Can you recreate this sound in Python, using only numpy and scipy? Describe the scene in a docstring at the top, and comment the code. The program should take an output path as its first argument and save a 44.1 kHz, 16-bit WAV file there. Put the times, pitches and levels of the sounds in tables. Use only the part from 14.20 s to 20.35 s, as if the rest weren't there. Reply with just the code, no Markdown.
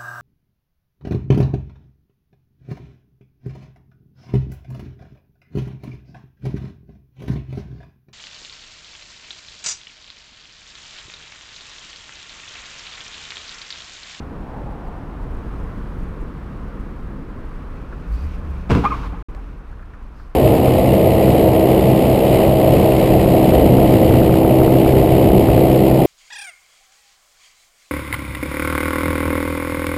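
"""Collision at a city crossing

Heard from up on a pole: coloured noise makes the traffic, a car passes below with a rush of tyres, a van
revs with a harmonic exhaust boom and a bus hums. Then two vehicles collide: struck resonators make the
panels buckle, showers of clicks crack the plastic, sine chirps and grit make tyres skid as the car is
shoved sideways, and fragments scatter. The sound cuts out for an instant, another piece snaps or lands,
a few hollow knocks follow, and the traffic quietens."""
import sys
import numpy as np
from scipy import signal
from scipy.fft import rfft, irfft, next_fast_len
from scipy.io import wavfile
from scipy.ndimage import uniform_filter1d

SR = 44100
rng = np.random.default_rng(int(sys.argv[2]) if len(sys.argv) > 2 else 0)


def to_wav(s):
    """Save 16-bit WAV."""
    ch = np.atleast_2d(s).T  # columns
    pcm = np.round(np.clip(ch, -1, 1) * 32767)  # PCM
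    wavfile.write(sys.argv[1], SR, pcm.astype(np.int16))


N = 271215
TIME = np.arange(N) / SR

# -- Collision --
# Blows as the bodywork folds: start_s, thud_db, crack_db, crackle_decay_s
BLOWS = [(4.493, -31.5, -30, 0.011), (4.499, -16, -21.5, 0.01), (4.505, -16.5, -18.5, 0.016),
         (4.514, -11, -17, 0.014), (4.525, -32, -25, 0.037), (4.5504, -18.5, -17.5, 0.005),
         (4.556, -15.5, -26.5, 0.027), (4.569, -16, -27.5, .025), (4.590, -19.5, -35, 0.041),
         (4.642, -33, -27.5, 0.016)]
# Modes of doors, wings and body shells: pitch_hz, level_db (added to the thud), t60_s
PANEL_MODES = [(66.2, 1, 0.32), (85, -3.5, 0.37), (119.7, 0, 0.17), (152.7, -6, 0.14), (185.2, -3.5, 0.14),
               (215, -0.5, 0.11), (259, -3.5, 0.115), (289.7, -1.5, 0.17), (355, -5.5, 0.13),
               (402, -8.5, 0.13), (455, -6, 0.13), (487, -7.5, .18)]
# Resonances of trim and lamp housings: pitch_hz, width_hz, level_db (relative to the cracks)
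TRIM_MODES = [(1000, 89, 2), (2040, 33, 3), (2180, 25, -6), (2710, 120, 1.5), (3470, 37, -5),
              (5060, 100, 1)]
# Brittle parts snap off or land: start_s, level_db
PIECES = [(4.5496, -19), (4.862, -32), (4.875, -37), (5.1486, -27.5)]
# Hollow knocks of loose parts: start_s, level_db
KNOCKS = [(3.724, -35.5), (5.526, -44.5), (5.594, -43.5), (5.626, -43), (5.736, -39.5), (5.997, -44.5)]
KNOCK_HZ = 1400
# Tyre slips: start_s, length_s, first_pitch_hz, last_pitch_hz, level_db, roughness (0-1)
TYRE_SLIPS = [(4.637, 0.03, 841, 785, -17.5, 0.56), (4.65, 0.02, 1030, 1190, -13.5, 0.36),
              (4.652, 0.039, 1197, 1220, -12, 0.16), (4.704, 0.039, 1240, 1233, -20.5, 0.2),
              (4.720, 0.021, 1112, 1056, -16, 0.08), (4.738, 0.021, 1190, 1235, -23, .4),
              (4.832, 0.053, 900, 1130, -35, 0.6), (4.928, 0.045, 806, 920, -37, 0.67),
              (5.172, 0.039, 785.3, 803, -43, 0)]
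# Loose fragments skitter over the road
SCATTER_S, SCATTER_DB, SCATTER_FALL_DB_PER_S = 4.53, -44, 13
# The tyres scrub sideways, and the shoved car judders, loading and unloading them
SKID_S, SKID_DB, SKID_FALL_DB_PER_S = 4.63, -31, 48
ROCK_HZ, ROCK_DB, ROCK_PEAK_S = 10, 4, 4.75

# -- Vehicles --
# Engine speed of the van: time_s, firing_rate_hz
VAN_SPEED = [(3.6, 45), (3.92, 50.1), (4.0, 63.95), (4.08, 72.1), (4.25, 77), (4.34, 63.9), (4.7, 56.03),
             (5.05, 44), (6.15, 42)]
# Pushes on the van's throttle: start_s, rise_s, hold_s, release_s, exhaust_db
THROTTLE = [(3.448, 0.36, 1.2, 0.26, -34.5), (3.89, 0.036, 0.027, 0.033, -21),
            (4.006, 0.032, .025, .02, -23), (4.213, 0.071, 0.61, 0.11, -32.5),
            (5.08, .03, 0.095, .15, -34.5)]
# The van's engine hiss: level at idle, and its growth with engine speed
HISS_DB, HISS_DB_PER_OCTAVE, IDLE_HZ = -61.5, 7.5, 42
# The van's drive belt squeaks as the engine picks up; roughness runs 0-1
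BELT_S, BELT_GAP_S, BELT_CHIRP_S = 3.915, .028, .025
BELT_HZ, BELT_DB, BELT_ROUGH = 4630, -57.5, .35
# The car below the pole: moment and distance of closest approach, speed, tyre level at that point
PASS_S, PASS_M, PASS_M_PER_S, PASS_DB = .55, 6.3, 10.8, -40
# Its wake as it drives off, and its climbing engine note
AWAY_S, AWAY_RISE_S, AWAY_HOLD_S, AWAY_FADE_S = .75, 0.62, 0.47, .8
CAR_HZ, CAR_GAIN_HZ_PER_S, CAR_HUM_DB = 171.2, 14, -42.5
BUS_HZ, BUS_DB = 174.6, -40.5
BRAKE_S, BRAKE_DB = 5.87, -69.5
HUSH_S = 4.89   # the drivers lift off and brake after the collision

# -- Noise colours, each: frequency_hz, level_db (per Hz; only the shape matters) --
# Cracking plastic and creasing metal
CRUNCH_COLOUR = [(150, 4), (400, -2.5), (500, -6.5), (570, 1.5), (780, 0), (960, -3.5), (1400, 0),
                 (1800, -10.5), (2700, -12.5), (3600, -18), (5500, -25), (7500, -31.5), (15000, -51)]
# Small fragments
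SPLINTER_COLOUR = [(1000, -8), (2300, 6), (3500, -1), (5500, -7.5), (8000, -18), (15000, -24)]
# Larger pieces
SNAP_COLOUR = [(200, 3), (700, 11.5), (1500, -0.5), (3000, -12), (5500, -16), (9000, -27), (15000, -32)]
# Grit under sliding tread
SCRUB_COLOUR = [(450, -12), (800, -3.5), (1050, 4), (1350, -0.5), (1800, -10.5), (2500, -18.5), (4000, -28)]
# Hollow rush of tyres close by
NEAR_TYRE_COLOUR = [(300, -17.5), (500, -3.5), (820, 2), (1050, -4.5), (1400, -30.5), (3000, -39)]
# Hiss of the pulling van
VAN_HISS_COLOUR = [(1200, -13), (2100, 1), (2500, 8.5), (3100, -4), (3900, -6), (4700, -9.5), (6000, -10.5),
                   (7500, -21.5), (14000, -26)]
# Slipping belt and brake
RUB_COLOUR = [(3000, -6), (4700, 3), (6000, -3), (8000, -12), (15000, -15)]
# Low engine rumble
RUMBLE_COLOUR = [(12, -19.5), (25, 2), (40, -0.5), (55, -1), (75, -7), (100, -12.5), (160, -32.5)]
# Engine drone
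DRONE_COLOUR = [(60, -23.5), (100, -3.5), (135, 1), (190, -2), (235, -2.5), (290, -3.5), (380, -9),
                (480, -9), (560, -15.5), (800, -28), (1500, -45)]
# Tyre roar
ROAR_COLOUR = [(300, -18.5), (600, -2), (830, -2.5), (1060, 1.5), (1450, -3), (2000, -11), (2600, -16),
               (3500, -22.5), (5500, -31), (7500, -38), (15000, -43)]
# Fizz on top of everything
FIZZ_COLOUR = [(300, -12), (7000, 2.5), (11000, 1), (15500, -5)]

# The sound cuts out: from_s, to_s
SILENCE = (5.026, 5.086)
CUTOFF_HZ = 15700


def thuds(uneven_db=1.0):
    """Every blow pushes each panel in or out with a strength of its own, and the panel rings."""
    start_s, thud_db = np.transpose(BLOWS)[:2]
    at = (start_s * SR).astype(int)
    out = np.zeros(N)
    for hz, mode_db, t60 in PANEL_MODES:
        push_db = thud_db + mode_db + uneven_db * rng.standard_normal(len(at))
        pushes = np.zeros(N)
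        pushes[at] = from_db(push_db) * rng.choice([-1, 1], len(at))
        out += ring(pushes, hz, t60)
    return out


def crunch():
    """Each blow sets off a run of tiny fractures and creases that ring in the trim."""
    power = sum((from_db(crack_db) * burst(s, decay)) ** 2 for s, thud_db, crack_db, decay in BLOWS)
    strain = np.sqrt(power)
    cracks = colour(strain * grains(per_s=6000, spread_db=0.0), CRUNCH_COLOUR)
    return cracks + sum(from_db(db) * resonance(cracks, hz, width) for hz, width, db in TRIM_MODES)


def debris(snap_decay_s=0.0016):
    """Splinters patter down in a fading shower of clicks; larger pieces give a dry snap of noise."""
    fall_db = SCATTER_FALL_DB_PER_S * np.maximum(TIME - SCATTER_S, 0)
    shower = swell(SCATTER_S, rise=0.017, hold=0.31, release=.035) * from_db(SCATTER_DB - fall_db)
    splinters = colour(shower * grains(per_s=9000, spread_db=1.5), SPLINTER_COLOUR)
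    snap_level = sum(from_db(db) * burst(s, snap_decay_s) for s, db in PIECES)
    return splinters + colour(snap_level * rng.standard_normal(N), SNAP_COLOUR)


def knocks(width_hz=330, decay_s=0.0084):
    """Each knock is a brief rattle of noise ringing in one broad, hollow resonance."""
    rattle = sum(from_db(db) * burst(s, decay_s) for s, db in KNOCKS) * rng.standard_normal(N)
    body = resonance(resonance(rattle, KNOCK_HZ, width_hz), KNOCK_HZ, 2 * width_hz)
    return body * np.sqrt(SR / (2 * width_hz))   # make up for the power lost outside the narrow band


def skid():
    """Grit grinds under the sliding tread in fading surges; now and then the tread breaks into a chirp."""
    rocking = np.cos(2 * np.pi * ROCK_HZ * (TIME - ROCK_PEAK_S))
    fall_db = SKID_FALL_DB_PER_S * np.maximum(TIME - SKID_S, 0)
    scrub_db = SKID_DB - fall_db + ROCK_DB * rocking
    sliding = swell(SKID_S, rise=0.0088, hold=.6, release=0.074) * from_db(scrub_db)
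    scrub = colour(sliding * grains(per_s=3000, spread_db=2.0), SCRUB_COLOUR)
    return scrub + squeals(TYRE_SLIPS, octave_db=-17.5)


def squeals(slips, octave_db, jitter=0.11, rasp_db=5, rise=0.58, fall=1.67):
    """Rubber sticks and slips: short gliding chirps, ragged in pitch and level where the grip is uneven."""
    out = np.zeros(N)
    wobble, judder = drift(700), drift(600)
    for s, length, first_hz, last_hz, db, rough in slips:
        at = slice(int(s * SR), int((s + length) * SR))
        progress = np.linspace(0, 1, at.stop - at.start)
        glide_hz = first_hz + (last_hz - first_hz) * progress
        phase = turn(glide_hz * (1 + jitter * rough * wobble[at]))
        tone = np.sin(phase) + from_db(octave_db) * np.sin(2 * phase)
        load = progress ** rise * (1 - progress) ** fall
        out[at] += from_db(db + rasp_db * rough * judder[at]) * load / load.max() * tone
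    return out


def van(second_db=-26, third_db=-26, waver=0.0495, throb=0.15):
    """Throttle swells the exhaust boom at the firing rate; hiss grows with speed and pulses per firing."""
    firing_hz = np.interp(TIME, *np.transpose(VAN_SPEED))
    phase = turn(firing_hz * (1 + waver * drift(30)))
    exhaust = np.sin(phase) + from_db(second_db) * np.sin(2 * phase) + from_db(third_db) * np.sin(3 * phase)
    boom = sum(from_db(db) * swell(s, rise, hold, release) for s, rise, hold, release, db in THROTTLE)
    hiss_db = HISS_DB + HISS_DB_PER_OCTAVE * np.log2(firing_hz / IDLE_HZ)
    pulling = swell(3.13, rise=0.69, hold=0.93, release=1.2) * from_db(hiss_db)
    hiss = pulling * noise(VAN_HISS_COLOUR, flutter_db=3.5) * (1 + throb * np.cos(phase))
    return boom * np.sqrt(2) * exhaust + hiss + belt()


def belt(count=5, wander=0.011, rub_db=-60.0):
    """The drive belt slips: a rubbing hiss with a short, uneven run of chirps."""
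    chirps = []
    for k, (early_or_late, first, last) in enumerate(rng.standard_normal((count, 3))):
        start_s = BELT_S + BELT_GAP_S * (k + early_or_late / 4)
        first_hz, last_hz = BELT_HZ * (1 + wander * first), BELT_HZ * (1 + wander * last)
        chirps.append((start_s, BELT_CHIRP_S, first_hz, last_hz, BELT_DB, BELT_ROUGH))
    rubbing = from_db(rub_db) * swell(BELT_S, rise=0.017, hold=0.094, release=0.072)
    return rubbing * noise(RUB_COLOUR, flutter_db=-1.0) + squeals(chirps, octave_db=-32)


def passing_car(falloff=2.57, rumble_db=-29, drone_db=-41, roar_db=-50, waver=0.0401):
    """Tyre rush peaks at the closest point; rumble, roar and a climbing engine note then trail away."""
    distance_m = np.hypot(PASS_M, PASS_M_PER_S * (TIME - PASS_S))
    nearness = (PASS_M / distance_m) ** falloff
    tyres = from_db(PASS_DB) * nearness * noise(NEAR_TYRE_COLOUR, flutter_db=1.6)
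    layers = [(rumble_db, RUMBLE_COLOUR), (drone_db, DRONE_COLOUR), (roar_db, ROAR_COLOUR)]
    wake = sum(from_db(db) * noise(spectrum, flutter_db=0.9) for db, spectrum in layers)
    wake *= swell(AWAY_S, AWAY_RISE_S, AWAY_HOLD_S, AWAY_FADE_S)
    hz = (CAR_HZ + CAR_GAIN_HZ_PER_S * (TIME - AWAY_S)) * (1 + waver * drift(50))
    hum = from_db(CAR_HUM_DB) * np.sqrt(2) * np.sin(turn(hz))
    return tyres + wake + swell(AWAY_S, rise=0.76, hold=1.4, release=0.25) * hum


def bus(waver=0.029):
    """One unsteady engine order hums louder as the bus moves off, then fades."""
    load = swell(3.514, rise=.5, hold=.9, release=0.14)
    return from_db(BUS_DB) * load * np.sqrt(2) * np.sin(turn(BUS_HZ * (1 + waver * drift(60))))


def brake():
    """A faint, brief rub of pads on a disc as a vehicle comes to rest."""
    rubbing = from_db(BRAKE_DB) * swell(BRAKE_S, rise=.1, hold=0.045, release=0.13)
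    return rubbing * noise(RUB_COLOUR, flutter_db=1.5)


def traffic():
    """Many engines and tyres merge into rumble, drone and roar."""
    rumble = flow(level_db=-29.5, recede_db_per_s=.3, hush_db=12.5, hush_time=1.44, surge_db=1.0)
    drone = flow(level_db=-34.5, recede_db_per_s=0.63, hush_db=11.5, hush_time=.6, surge_db=0.32)
    roar = flow(level_db=-44.5, recede_db_per_s=0.21, hush_db=6, hush_time=0.4, surge_db=.3)
    return (rumble * noise(RUMBLE_COLOUR, flutter_db=0.44)
            + drone * noise(DRONE_COLOUR, flutter_db=0.8)
            + roar * noise(ROAR_COLOUR, flutter_db=0.15))


def flow(level_db, recede_db_per_s, hush_db, hush_time, surge_db):
    """Gain of one traffic layer: surges by chance, slowly recedes, settles lower after the collision."""
    settled = 1 - np.exp(-np.maximum(TIME - HUSH_S, 0) / hush_time)
    return from_db(level_db - recede_db_per_s * TIME - hush_db * settled + surge_db * drift(3.934))


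def street(x, wet_db, t60=1.19, wall_cut_hz=3500, gap=0.037):
    """House fronts and trees return a dull, diffuse tail that swells in over a short gap (s)."""
    t = TIME[:2 * SR]
    fade = np.exp(-np.log(1000) * t / t60)
    tail = rng.standard_normal(len(t)) * fade * (1 - np.exp(-(t / gap) ** 2))
    dulling = signal.butter(1, wall_cut_hz, fs=SR, output="sos")
    tail = signal.sosfilt(dulling, tail / np.linalg.norm(tail))
    return x + from_db(wet_db) * signal.fftconvolve(x, tail)[:N]


def noise(spectrum, flutter_db):
    """Coloured noise of unit power whose level wavers."""
    return rms_one(colour(rng.standard_normal(N), spectrum) * from_db(flutter_db * drift(14)))


def grains(per_s, spread_db):
    """Random clicks of either sign and unit power; a wider spread makes a few stand out."""
    sizes = from_db(spread_db * np.minimum(rng.exponential(1, N), 4)) * rng.choice([-1, 1], N)
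    return rms_one(sizes * (rng.random(N) < per_s / SR))


def colour(x, spectrum):
    """Causal (minimum-phase) filter of the given spectrum, with unit mean power gain."""
    size = next_fast_len(N + SR // 2, True)
    hz, db = np.transpose(spectrum)
    # steep skirts at both ends
    hz = np.r_[hz[0] / 2, hz, hz[-1] * 2]
    db = np.r_[db[0] - 20, db, db[-1] - 40]
    bins_hz = np.fft.rfftfreq(size, 1 / SR)
    gain = rms_one(from_db(np.interp(np.log(bins_hz + 1), np.log(hz), db)))
    # folding the cepstrum onto positive time gives minimum phase
    cepstrum = irfft(np.log(gain), size)
    cepstrum[1:size // 2] *= 2
    cepstrum[size // 2 + 1:] = 0
    return irfft(rfft(x, size) * np.exp(rfft(cepstrum)), size)[:N]


def ring(x, hz, t60):
    """A unit click sets a decaying sine of height 1 ringing."""
    r, w = from_db(-60 / (t60 * SR)), 2 * np.pi * hz / SR
    return signal.lfilter([0, np.sin(w)], [1, -2 * r * np.cos(w), r * r], x + 1e-18)


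def resonance(x, hz, width):
    """A two-pole band-pass with a peak gain of about 1."""
    r, w = np.exp(-np.pi * width / SR), 2 * np.pi * hz / SR
    zeros = np.array([1, 0, -1]) * (1 - r * r) / 2
    return signal.lfilter(zeros, [1, -2 * r * np.cos(w), r * r], x + 1e-18)


def burst(s, decay):
    """An envelope that jumps to 1 and dies away."""
    return (TIME >= s) * np.exp(-np.minimum(np.abs(TIME - s) / decay, 20))


def swell(s, rise, hold, release):
    """An envelope that climbs to 1, holds and dies away; all times in seconds."""
    climb = np.clip((TIME - s) / rise, 0, 1)
    return climb * np.exp(-np.clip((TIME - s - rise - hold) / release, 0, 20))


def drift(rate):
    """Random wander of unit power: straight lines between rate random points a second."""
    knots = rng.standard_normal(N // 10)
    return rms_one(np.interp(TIME * rate, np.arange(len(knots)), knots))


def turn(hz):
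    """Running phase in radians of a tone with changing pitch."""
    return 2 * np.pi * np.cumsum(hz) / SR


def rms_one(x):
    """Scale to unit power."""
    return x / np.sqrt(np.mean(x ** 2) + 1e-20)


def from_db(db):
    """Decibels to gain."""
    return 10 ** (np.asarray(db) / 20)


def scene():
    """The collision echoes round the crossing; the tyres, low under the bodywork, echo less."""
    collision = street(thuds() + crunch() + debris() + knocks(), wet_db=-12.5)
    sliding = street(skid(), wet_db=-23.0)
    vehicles = van() + passing_car() + bus() + brake()
    return (collision + sliding + vehicles + traffic())[None]


def record(dry, top=0.64, fizz_db=-44):
    """Peaks are rounded, a faint fizz follows the waveform's size, the sound drops out once, the top is cut."""
    rounded = top * np.tanh(dry / top)
    fizz = from_db(fizz_db) * np.abs(rounded) * colour(rng.standard_normal(N), FIZZ_COLOUR)
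    audible = (TIME < SILENCE[0]) | (TIME > SILENCE[1])
    live = uniform_filter1d(1. * audible, size=90)   # soft edges of 90 samples
    top_cut = signal.ellip(12, .1, 90, CUTOFF_HZ, fs=SR, output="sos")
    return signal.sosfilt(top_cut, (rounded + fizz) * live)


dry = scene()
out = record(dry)
to_wav(out)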